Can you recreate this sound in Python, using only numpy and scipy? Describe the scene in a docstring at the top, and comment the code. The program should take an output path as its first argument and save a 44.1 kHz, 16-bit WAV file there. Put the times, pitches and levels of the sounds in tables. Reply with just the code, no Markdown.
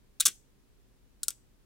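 """A small flip-disc display stands on a table over the low rumble of a quiet room. At 0.2 s coil pulses
kick nine discs loose in one quick ripple of ringing ticks, and the discs chatter in their pivots as
they swing. About 50 ms later they snap against their stops, some bouncing, and the table thuds softly.
A second later a single disc turns back. Every blow sets the circuit board ringing and leaves a faint
reverberation."""
import sys
import numpy as np
from scipy import signal
from scipy.fft import rfft, irfft, next_fast_len
from scipy.io import wavfile

SR = 44100
rng = np.random.default_rng(int(sys.argv[2]) if len(sys.argv) > 2 else 0)


def put_to_file(sound):
    """Save the sound as 16-bit audio at rate SR, in the file named by the first command-line argument."""
    columns = np.atleast_2d(sound).T  # one column per channel
    safe = np.clip(columns, -1, 1)
    whole_steps = np.round(safe * 32767)
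    wavfile.write(sys.argv[1], SR, whole_steps.astype(np.int16))


N = 72765

# coil kicks that launch a disc: t/s, level/dB, board ring re the click/dB
COIL_KICKS = [(0.1995, -8, -2), (.2013, -3.5, -1), (0.2046, -7, 1), (0.2046, -4, -3), (0.2052, -5, -4),
              (0.2056, 4, -3), (0.209, -4.5, -4), (0.2094, -4.5, -3.5), (0.2107, -4, -3), (1.2324, -2, -20)]
# discs hitting their stops, bounces included: t/s, level/dB, board ring re the click/dB
LANDINGS = [(0.254, -3, -2), (0.2563, -4, 1.5), (0.2584, 1.5, 9), (0.2593, -2, 5.5), (.2619, 0, 0.5),
            (0.2636, -6, 4), (0.2663, -0.5, 4.5), (0.2676, -4.5, 6.5), (0.2691, -2, 4.5), (0.2799, -10, 7),
            (0.2827, -11.5, 4), (0.2864, -13.5, 3), (1.283, -0.5, -9), (1.3055, -16.5, 2.5)]


def amp(db):
    """Amplitude ratio of a level in decibels."""
    return 10 ** (np.asarray(db) / 20)


def along(points, hz):
    """Interpolation of (f/Hz, value) points on a logarithmic frequency axis."""
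    f, value = np.transpose(points)
    return np.interp(np.log(hz + 1), np.log(f + 1), value)


def filtered(x, response):
    """Linear filtering: the spectrum of x times a complex frequency response."""
    n = x.shape[-1]
    padded = next_fast_len(n + 8192)
    return irfft(rfft(x, padded) * response(np.fft.rfftfreq(padded, 1 / SR)), padded)[..., :n]


def coloured(x, points, size=1024):
    """Minimum-phase filtering by (f/Hz, level/dB) points; folding the cepstrum makes it causal."""
    cepstrum = irfft(np.log(amp(along(points, np.fft.rfftfreq(size, 1 / SR)))))
    cepstrum[1:size // 2] *= 2
    cepstrum[size // 2 + 1:] = 0
    return signal.fftconvolve(x, irfft(np.exp(rfft(cepstrum))))[:len(x)]


def low_cut(x, hz, order):
    """High-pass filtering: the discs' ticks carry little sound at low frequencies."""
    return signal.sosfilt(signal.butter(order, hz, "high", fs=SR, output="sos"), x)


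def envelope(t, t60, onset_s):
    """Damping: after a smooth rise, an exponential decay of 60 dB in t60 seconds."""
    return np.exp(-np.log(1000) * t / t60) * (1 - np.exp(-(t / onset_s) ** 2))


def burst(t, t60, onset_s=1e-6):
    """Exponentially damped noise of unit energy."""
    noise = rng.standard_normal(len(t)) * envelope(t, t60, onset_s)
    return noise / np.linalg.norm(noise)


def add(out, start_s, x):
    """Superposition of x on out from start_s."""
    part = out[..., round(start_s * SR):][..., :x.shape[-1]]
    part += x[..., :part.shape[-1]]


def spread(mid, side):
    """Sum and difference stereo: left and right from middle and side."""
    return np.array([mid + side, mid - side])


def room_tone():
    """Stationary background noise: a low rumble with a trace of hiss."""
    spectrum = [(12, -33.5), (20, -1.5), (53, 2), (74, -11.5), (133, -6), (161, -16.5), (202, -10.5),
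                (298, -14), (324, -16.5), (393, -15), (614, -24), (705, -26), (15500, -39)]  # room tone: f/Hz, relative spectral level/dB
    side_over_mid = [(30, -0.5), (120, -2.5), (400, -2.5), (1500, -1.5), (10000, 1)]  # its width: f/Hz, level/dB
    mid, side = filtered(rng.standard_normal((2, N)), lambda hz: amp(along(spectrum, hz)))
    side = filtered(side, lambda hz: amp(along(side_over_mid, hz)))
    return amp(-65.5) / mid.std() * spread(mid, side) * amp([[0.17], [-0.17]])


def reverberation(x):
    """Diffuse field: a faint tail in which each frequency dies at its own rate."""
    decay_times = [(200, 0.33), (1000, 0.1), (3000, 0.24), (7000, .31), (10000, .26), (15000, 0.32)]  # reverberation time: f/Hz, T60/s
    colour = [(150, 5.5), (1500, 5), (4000, -4.5), (6500, -3.5), (9300, -2.5), (10400, -7.5), (15500, -6.5)]  # spectrum of the tail: f/Hz, level/dB
    bands, t, noise = signal.stft(rng.standard_normal((2, SR // 2)), SR, nperseg=256)
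    decay = envelope(t, along(decay_times, bands)[:, None], onset_s=0.01)
    tail = signal.istft(noise * decay, SR)[1]
    wet = signal.fftconvolve(x[None], tail / np.linalg.norm(tail[0]), axes=1)[:, :N]
    return amp(-21) * filtered(wet, lambda hz: amp(along(colour, hz)))


def near_reflections(x):
    """Early scattering from the table and things on it, nearly the same in both channels."""
    t = np.arange(SR // 5) / SR
    mid, side = (signal.fftconvolve(x, burst(t, t60=0.07, onset_s=0.001))[:N] for _ in range(2))
    return amp(-18) * spread(mid, 0.2 * side)


def table_thuds():
    """Structure-borne sound: every landing shakes the table through the board."""
    colour = [(40, -3), (120, -2.5), (260, -3), (450, -3.5), (900, -25), (4000, -68.5)]  # spectrum of a thud: f/Hz, level/dB
    out, t = np.zeros((2, N)), np.arange(SR // 3) / SR
    for start_s, db, board_db in LANDINGS:
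        thud = np.array([coloured(burst(t, t60=0.13, onset_s=0.0098), colour) for _ in range(2)])
        add(out, start_s, amp(-16 + db + board_db) * thud)
    return out


def pivot_chatter():
    """Contact noise: a swinging disc chatters in its pivots, the more when the board shakes."""
    colour = [(100, -31), (1000, -20), (2600, 3.5), (6000, -2.5), (11000, -7.5), (15500, -16)]  # spectrum of the chatter: f/Hz, level/dB
    peak_s, width_s = 0.02, 0.01
    out, t = np.zeros(N), np.arange(SR // 12) / SR
    for start_s, db, board_db in COIL_KICKS:
        noise = rng.laplace(size=len(t)) * np.exp(-((t - peak_s) / width_s) ** 2)
        chatter = coloured(noise / np.linalg.norm(noise), colour)
        add(out, start_s, amp(-11 + db + board_db) * chatter)
    return out


def ring(t, modes):
    """Free vibration: a sum of damped modes, scattered in tuning, level and sign at every blow."""
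    hz, db, t60 = np.transpose(modes)[:, :, None]
    detune, scatter_db = 0.012, 1.2
    tune, level, sign = rng.standard_normal((3, len(modes), 1))
    waves = np.sign(sign) * np.sin(2 * np.pi * hz * (1 + detune * tune) * t)
    return (amp(db + scatter_db * level) * envelope(t, t60, onset_s=0.00017) * waves).sum(0)


def circuit_board(t):
    """Modal overlap: a few modes of the struck board ring apart, the many others merge into a clatter."""
    modes = [(807, -15, 0.0707), (1134, -6, 0.065), (1228, -10, 0.036), (1544, -7, 0.088),
             (1785, -11.5, .04), (2334, -5, .05), (2760, -4, .035), (3302, 4.5, 0.015), (3510, 7, .028),
             (3784, 5.5, .025)]  # distinct board modes: f/Hz, level/dB, T60/s
    clatter = [(100, -31), (850, -31.5), (1200, -11), (1900, -8.5), (2600, -3.5), (3450, 2), (4600, -4.5),
               (8000, -3), (15000, -16.5)]  # spectrum of the overlapping modes: f/Hz, level/dB
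    return amp(-43) * ring(t, modes) + amp(-7) * coloured(burst(t, t60=0.097), clatter)


def clicks(blows, colour, modes, snap_db, rattle_db, rattle_t60):
    """Impulse response to each blow: a snap, a brief pivot rattle, and the ring of disc and board."""
    out, t = np.zeros((2, N)), np.arange(SR // 6) / SR
    ring_db, width = -28, 0.27
    snap = amp(snap_db) * coloured(1.0 * (t == 0), colour)
    for start_s, db, board_db in blows:
        mid, side = (amp(rattle_db) * coloured(burst(t, rattle_t60), colour)
                     + amp(ring_db) * ring(t, modes) for _ in range(2))
        board = amp(board_db) * circuit_board(t)
        add(out, start_s, amp(db) * spread(snap + mid + board, width * side))
    return out


def coil_kicks():
    """Impulsive excitation: a coil pulse kicks each disc loose, and it ticks in its free modes."""
    colour = [(100, -30), (950, -29), (1420, -14), (1950, -30), (2750, -22), (3700, 5.5), (4700, -5),
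              (7500, 1), (9600, 3.5), (13000, -10.5), (15400, -4)]  # spectrum of a kick: f/Hz, level/dB
    modes = [(1416, -12, .028), (3770, -2, .014), (4020, -3, .012), (6072, -8, .02), (7273, -5, .045),
             (7750, -3, .022), (8070, -6, .022), (9270, -3, .022), (9825, -4, .02), (10640, -7, .02),
             (11200, -8, .02), (15380, 0, .014)]  # modes of a freed disc: f/Hz, level/dB, T60/s
    return clicks(COIL_KICKS, colour, modes, snap_db=-5.5, rattle_db=-1, rattle_t60=0.03)


def disc_landings():
    """Impact: each disc snaps against its stop and rings in the modes it has when seated."""
    colour = [(100, -13), (900, -29), (1380, -16.5), (1750, -30), (2300, -20), (3300, -9), (3900, -10),
              (6000, 3), (9500, 1.5), (12500, -4.5), (15500, -13.5)]  # spectrum of a landing: f/Hz, level/dB
    modes = [(1380, -11, .03), (3300, -3, .02), (5850, -5, .02), (6300, -5, .016), (7050, -5, .018),
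             (7900, -1, .018), (8300, -1, .02), (8660, -4, .02), (9200, -3, .02), (11200, -8, .016)]  # modes of a disc against its stop: f/Hz, level/dB, T60/s
    return clicks(LANDINGS, colour, modes, snap_db=4, rattle_db=0, rattle_t60=0.032)


def scene():
    """Direct and reflected sound add; time and level differences set the display slightly to the left."""
    balance = [(300, 0.5), (1500, -0.5), (2800, -0.56), (5000, 1.24), (9000, .9)]  # up on the left and down on the right: f/Hz, level/dB
    lag_s = np.array([[0], [0.000012]])  # left, right
    kicks, landings = coil_kicks(), disc_landings()
    discs = low_cut(kicks + pivot_chatter(), hz=1200, order=3) + low_cut(landings, hz=750, order=2)
    mono = discs.mean(0)
    near = filtered(discs + near_reflections(mono), lambda hz: np.exp(-2j * np.pi * hz * lag_s))
    display = near + reverberation(mono) + table_thuds()
    return filtered(display, lambda hz: amp(spread(0, along(balance, hz)))) + room_tone()


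def record(dry):
    """Band limiting: a steep low-pass at 16 kHz."""
    return filtered(dry, lambda hz: 1 / np.sqrt(1 + (hz / 16000) ** 160))


dry = scene()
out = record(dry)
put_to_file(out)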